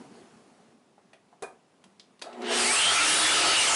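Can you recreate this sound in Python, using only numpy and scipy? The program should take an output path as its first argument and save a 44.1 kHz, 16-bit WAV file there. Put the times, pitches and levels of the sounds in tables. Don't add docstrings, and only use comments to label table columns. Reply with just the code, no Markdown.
import sys
import numpy as np
from scipy import signal
from scipy.fft import rfft, irfft, next_fast_len
from scipy.io import wavfile
from scipy.ndimage import uniform_filter1d, map_coordinates

SR = 44100
rng = np.random.default_rng(int(sys.argv[2]) if len(sys.argv) > 2 else 0)


def natural_amplitude(level_db):
    exponent = np.asarray(level_db, float) / 20
    return 10 ** exponent


def put_to_file(sound):
    columns = np.atleast_2d(sound).T
    safe = np.clip(columns, -1, 1)
    whole_steps = np.round(safe * 32767)
    wavfile.write(sys.argv[1], SR, whole_steps.astype(np.int16))


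N = 165375


def unit(x):
    return x / np.sqrt(np.mean(x ** 2) + 1e-20)


def along(points, hz):
    f, v = np.transpose(points)
    return np.interp(np.log(hz + 1), np.log(f + 1), v)


def curves(rows, before=None, after=None):
    s, *columns = np.transpose(rows)
    return [np.interp(np.arange(N) / SR, s, c, before, after) for c in columns]


def wobble(rate):
    knots = rng.standard_normal(int(N * rate / SR) + 4)
    return map_coordinates(knots, [np.arange(N) * rate / SR])


def filtered(x, response):
    m = next_fast_len(len(x) + 8192)
    spectrum = rfft(x, m) * response(np.fft.rfftfreq(m, 1 / SR))
    return irfft(spectrum, m)[:len(x)]


def peak(f, hz, width):
    return 1j * f * width / (hz * hz - f * f + 1j * f * width + 1e-9)


def rush(spectrum, patchy_db, peaks=()):
    z = signal.stft(rng.standard_normal(N), nperseg=512)[2]
    patches = uniform_filter1d(rng.standard_normal(z.shape), 5, 0)
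    patches = uniform_filter1d(patches, 12, 1)
    noise = signal.istft(z * natural_amplitude(patchy_db * unit(patches)), nperseg=512)[1][:N]

    def colour(f):
        lift_db = sum(db * abs(peak(f, hz, width)) ** 2 for hz, width, db in peaks)
        return natural_amplitude(along(spectrum, f)) * natural_amplitude(lift_db)

    return unit(filtered(noise, colour))


def tone(hz, blur, rate=150):
    flutter = natural_amplitude(2.44 * wobble(80))
    phase = 2 * np.pi * np.cumsum(hz) / SR + blur * wobble(rate)
    return np.sqrt(2) * flutter * np.sin(phase)


def swells(rows):
    out = np.zeros(N + SR)
    for start_s, length_s, hz, width, db in rows:
        n = round(length_s * SR)
        noise = rng.standard_normal(SR // 2)
        ring = filtered(noise, lambda f: peak(f, hz, width) ** 2)[4096:][:n]
        hump = np.abs(np.sin(np.pi * np.arange(n) / n)) ** 0.25
        out[round(start_s * SR):][:n] += natural_amplitude(db) * unit(hump * ring)
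    return out[:N]


# freq_hz, density_db (per Hz)
AIR_COLOUR = [(18, -78), (30, -37), (206, 1.5), (284, -1.5), (1220, -12), (1520, -15.5), (11000, -27.5),
              (14300, -57), (22000, -120)]


def still_air():
    level_db = -64 + 0.6 * wobble(10)
    return natural_amplitude(level_db) * rush(AIR_COLOUR, patchy_db=1.0)


# time_s, rumble_db (before its lumps), hiss_db
FADING_LEVELS = [(0.01, -50.5, -57.5), (0.084, -55, -62.5), (0.148, -54, -60), (0.696, -64, -70),
                 (0.88, -70, -88), (0.95, -71, -89)]
# freq_hz, density_db (per Hz)
RUMBLE_COLOUR = [(35, -53), (60, -27.5), (238, 2.5), (312, -7.5), (398, -1.5), (515, -12), (729, -5.5),
                 (1300, -22), (1690, -45), (2860, -120)]
HISS_COLOUR = [(650, -15), (1100, 0.5), (3890, -11), (4490, -10.5), (10300, -14), (11000, -15),
               (14300, -49), (22000, -120)]
# start_s, length_s, pitch_hz, width_hz (of each of two passes), level_db
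FADING_NOTES = [(.15, 0.078, 404, 74, -55), (.13, 0.093, 4400, 730, -69.5)]


def fading_rumble():
    rumble_db, hiss_db = curves(FADING_LEVELS)
    lumps_db = 1.3 * wobble(30)
    rumble = natural_amplitude(rumble_db + lumps_db) * rush(RUMBLE_COLOUR, patchy_db=1.7)
    hiss = natural_amplitude(hiss_db) * rush(HISS_COLOUR, patchy_db=1.2)
    return rumble + hiss + swells(FADING_NOTES)


# freq_hz, t60_s
SHOP_DECAY = [(200, 0.32), (1000, 0.31), (4000, 0.23), (10000, 0.25)]


def shop(x):
    hz, t, z = signal.stft(rng.standard_normal(SR // 2), SR, nperseg=256)
    decay = natural_amplitude(-60 * t / along(SHOP_DECAY, hz)[:, None])
    tail = signal.istft(z * decay, SR, nperseg=256)[1]
    late = np.pad(x, (150, 0))
    wet = signal.fftconvolve(late, tail / np.linalg.norm(tail))[:len(x)]
    return x + natural_amplitude(-5.5) * wet


def burst(colour, t60):
    t = np.arange(SR // 2) / SR
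    shape = natural_amplitude(-60 * t / t60) * (1 - np.exp(-t / 0.0004))
    noise = filtered(rng.standard_normal(len(t)), colour) * shape
    return unit(noise) * np.sqrt(np.mean(shape ** 2))


# freq_hz, density_db (per Hz)
CRACK_COLOUR = [(150, -17), (1000, 0), (3000, -12.5), (6000, -11), (11000, -9.5)]


def crack(t60):
    return burst(lambda f: natural_amplitude(along(CRACK_COLOUR, f)), t60)


# start_s, level_db, pitch_hz, width_hz (of each of two passes), t60_s, crack_db
TAPS = [(.979, -45.5, 720, 450, 0.1, -22), (1.1315, -46.5, 660, 200, 0.13, -6),
        (1.132, -43, 2260, 2000, 0.073, -4), (1.327, -43, 780, 400, 0.072, -23),
        (1.839, -50, 210, 130, 0.3, -3), (1.84, -41.5, 2970, 2500, 0.029, -0.5),
        (1.9963, -35.5, 3430, 3100, 0.048, -13), (2.193, -43.5, 3450, 3000, 0.028, -4),
        (2.2154, -32.5, 2000, 4000, 0.068, -11), (2.217, -38, 394, 250, 0.14, -23),
        (2.2209, -22, 3730, 2560, 0.027, -4.5), (2.328, -41, 3260, 3003, 0.074, -12),
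        (2.419, -34.5, 2500, 5010, .05, -6)]


def taps_and_clicks():
    out = np.zeros(N + SR)
    for start_s, db, hz, width, t60, crack_db in TAPS:
        body = burst(lambda f: peak(f, hz, width) ** 2, t60)
        tap = body + natural_amplitude(crack_db) * crack(t60=0.047)
        out[round(start_s * SR):][:SR // 2] += natural_amplitude(db - 8.5) * shop(tap)
    return out[:N]


# start_s, level_db, crack_db
BLOCK_KNOCKS = [(1.4225, -27.5, -1.5), (1.4329, -26.5, -10.5), (1.448, -36.5, -24)]
# pitch_hz, width_hz (before the response is cubed), level_db (relative)
BLOCK_MODES = [(424, 91, 8), (708, 120, 7), (1060, 480, -4), (1600, 290, -10), (2410, 280, -10.5)]


def block_knocks():
    def wood(f):
        return sum(natural_amplitude(db) * abs(peak(f, hz, width)) ** 3 for hz, width, db in BLOCK_MODES)

    out = np.zeros(N + SR)
    for start_s, db, crack_db in BLOCK_KNOCKS:
        knock = burst(wood, t60=0.096) + natural_amplitude(crack_db) * crack(t60=0.065)
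        out[round(start_s * SR):][:SR // 2] += natural_amplitude(db - 6) * shop(knock)
    return out[:N]


# start_s, length_s, pitch_hz, width_hz (of each of two passes), level_db
SAW_SWELLS = [(2.262, 0.04, 665, 35, -45.5), (2.468, 0.1, 8350, 200, -48.5),
              (2.55, 0.39, 8420, 1000, -31.5), (2.8, 0.11, 3168, 40, -27.5),
              (2.885, 0.18, 1360, 140, -29.5), (2.49, .08, 483, 110, -37.5), (2.945, .06, 2375, 90, -29.5),
              (3.2, 0.14, 3425, 80, -27.5), (3.29, 0.27, 1300, 146, -29.5), (3.45, .11, 4560, 320, -28.5),
              (3.05, 0.21, 8900, 3600, -26), (3.68, .1, 910, 110, -35), (2.65, .065, 868, 24, -33.5),
              (2.44, 0.11, 662, 30, -38.5), (2.53, 0.077, 725, 35, -37), (2.72, 0.064, 1120, 30, -35)]


def buzz_notes_and_ringing():
    return swells(SAW_SWELLS)


# time_s, level_db
BUZZ_LEVEL = [(2.28, -73), (2.41, -46.5), (2.55, -42), (2.7, -44.5), (2.74, -54)]
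# multiple of the mains frequency, level_db (relative)
BUZZ_HARMONICS = [(4, 3.5), (6, 5.5), (7, 2.5), (8, -11), (9, -6.5), (11, -8), (12, -1), (14, -11),
                  (16, -8.5)]


def soft_start_buzz():
    mains_hz = 60.2
    level_db, = curves(BUZZ_LEVEL, before=-120, after=-120)
    buzz = np.zeros(N)
    for multiple, db in BUZZ_HARMONICS:
        buzz += natural_amplitude(db) * tone(np.full(N, multiple * mains_hz), blur=0.58, rate=45)
    return natural_amplitude(level_db) * buzz


# time_s, low_db, middle_db, treble_db
ROAR_LEVELS = [(2.24, -49.5, -65, -75), (2.32, -47.5, -59, -69), (2.4, -44.5, -58, -63),
               (2.43, -39.5, -44.5, -59), (2.47, -41.5, -35, -52.5), (2.52, -37.5, -28, -33.5),
               (2.6, -32.5, -26, -23), (2.75, -36.5, -24.5, -22), (2.87, -32.5, -22, -23.5),
               (3.1, -34, -22.5, -22), (3.3, -31, -22.5, -22.5), (3.5, -28, -21, -22.5),
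               (3.6, -34.5, -22, -23), (3.75, -32, -26, -21.5)]
# freq_hz, density_db (per Hz)
LOW_COLOUR = [(30, -35), (170, -26), (300, -6), (400, -3), (700, -0.5), (1000, -4), (2000, -13),
              (5000, -55), (12000, -49)]
MIDDLE_COLOUR = [(300, -30.5), (700, -10.5), (1200, -3.5), (1800, -2.5), (2800, -2), (4000, -5.5),
                 (7000, -20.5), (12000, -36)]
TREBLE_COLOUR = [(1500, -23.5), (3000, -10), (4600, 1), (6000, -0.5), (9000, 0), (10400, -4), (12000, -5.5)]
# pitch_hz, width_hz, lift_db (over the roar's colour)
HOUSING_MODES = [(230, 19, 7.5), (390, 79, 4), (695, 90, 4.5), (859, 37, 6.5), (1306, 61, 7.5),
                 (3020, 130, 2.5)]


def air_and_brush_roar():
    low_db, middle_db, treble_db = curves(ROAR_LEVELS, before=-120)
    low = natural_amplitude(low_db) * rush(LOW_COLOUR, patchy_db=1.9, peaks=HOUSING_MODES)
    middle = natural_amplitude(middle_db) * rush(MIDDLE_COLOUR, patchy_db=1.88, peaks=HOUSING_MODES)
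    treble = natural_amplitude(treble_db) * rush(TREBLE_COLOUR, patchy_db=2.5)
    return low + middle + treble


# time_s, turns_per_s
ROTOR_SPEED = [(2.45, 95), (2.64, 162), (2.7, 188), (2.8, 237), (2.87, 260), (2.93, 274), (3.05, 302),
               (3.14, 316), (3.26, 317), (3.52, 317.5), (3.575, 324), (3.615, 316), (3.69, 262),
               (3.75, 233)]
# time_s, gear_db, slot_db, high_db
WHINE_LEVELS = [(2.45, -67, -72, -65), (2.66, -52, -36, -62), (2.7, -53, -28.5, -60),
                (2.75, -48, -29.5, -60), (2.8, -40, -27, -56.5), (2.87, -48, -22, -63),
                (2.93, -48, -28.5, -60), (2.96, -34, -43, -60), (3.05, -29, -39, -60),
                (3.17, -33, -34, -52), (3.26, -45, -31, -60), (3.32, -29, -48, -52),
                (3.52, -32.5, -44, -54), (3.58, -19, -59, -38), (3.615, -23.5, -42, -25),
                (3.65, -42, -35, -46), (3.69, -36, -31, -30), (3.712, -34, -35, -34), (3.75, -38, -37, -25)]
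# start_s, length_s, cycles per turn, level_db (at the top of the hump, before flutter)
WHINE_GLINTS = [(2.58, .065, 56, -37), (2.68, 0.087, 42, -28)]


def rotor_whine():
    turns, = curves(ROTOR_SPEED)
    gear_db, slot_db, high_db = curves(WHINE_LEVELS, before=-120)
    t = np.arange(N) / SR
    whine = natural_amplitude(gear_db) * tone(9 * turns, blur=1.23, rate=190)
    whine += natural_amplitude(slot_db) * tone(12 * turns, blur=0.75, rate=210)
    whine += natural_amplitude(high_db) * tone(28 * turns, blur=1.3)
    ramps = np.clip(np.minimum(t - 2.95, 3.66 - t) / 0.073, 0, 1)
    whine += natural_amplitude(-42) * ramps * tone(turns, blur=0.38, rate=30)
    for start_s, length_s, cycles, db in WHINE_GLINTS:
        hump = np.sin(np.pi * np.clip((t - start_s) / length_s, 0, 1)) ** 0.5
        whine += natural_amplitude(db) * hump * tone(cycles * turns, blur=1.1, rate=300)
    return whine


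def scene():
    background = still_air() + fading_rumble()
    bench = taps_and_clicks() + block_knocks()
    saw = buzz_notes_and_ringing() + soft_start_buzz() + air_and_brush_roar() + rotor_whine()
    return np.tile(background + bench + saw, (2, 1))


def roll_off(x):
    return signal.sosfilt(signal.butter(12, 11900, fs=SR, output="sos"), x)


def record(dry):
    ceiling, hardness = 0.12, 3.3
    bass_cut_hz, top_hz, edge_hz = 45, 10900, 190
    lag_rad = 1.8
    x = dry[0] / (1 + np.abs(dry[0] / ceiling) ** hardness) ** (1 / hardness)

    def response(f):
        top_cut = np.clip((top_hz - f) / edge_hz + 0.5, 0, 1) ** 2
        lag = np.exp(-1j * lag_rad * (f / top_hz) ** 4)
        bass_cut = 1j * f / (bass_cut_hz + 1j * f)
        return top_cut * lag * bass_cut

    mix = np.tile(filtered(x, response), (2, 1))
    return roll_off(mix)


dry = scene()
out = record(dry)
put_to_file(out)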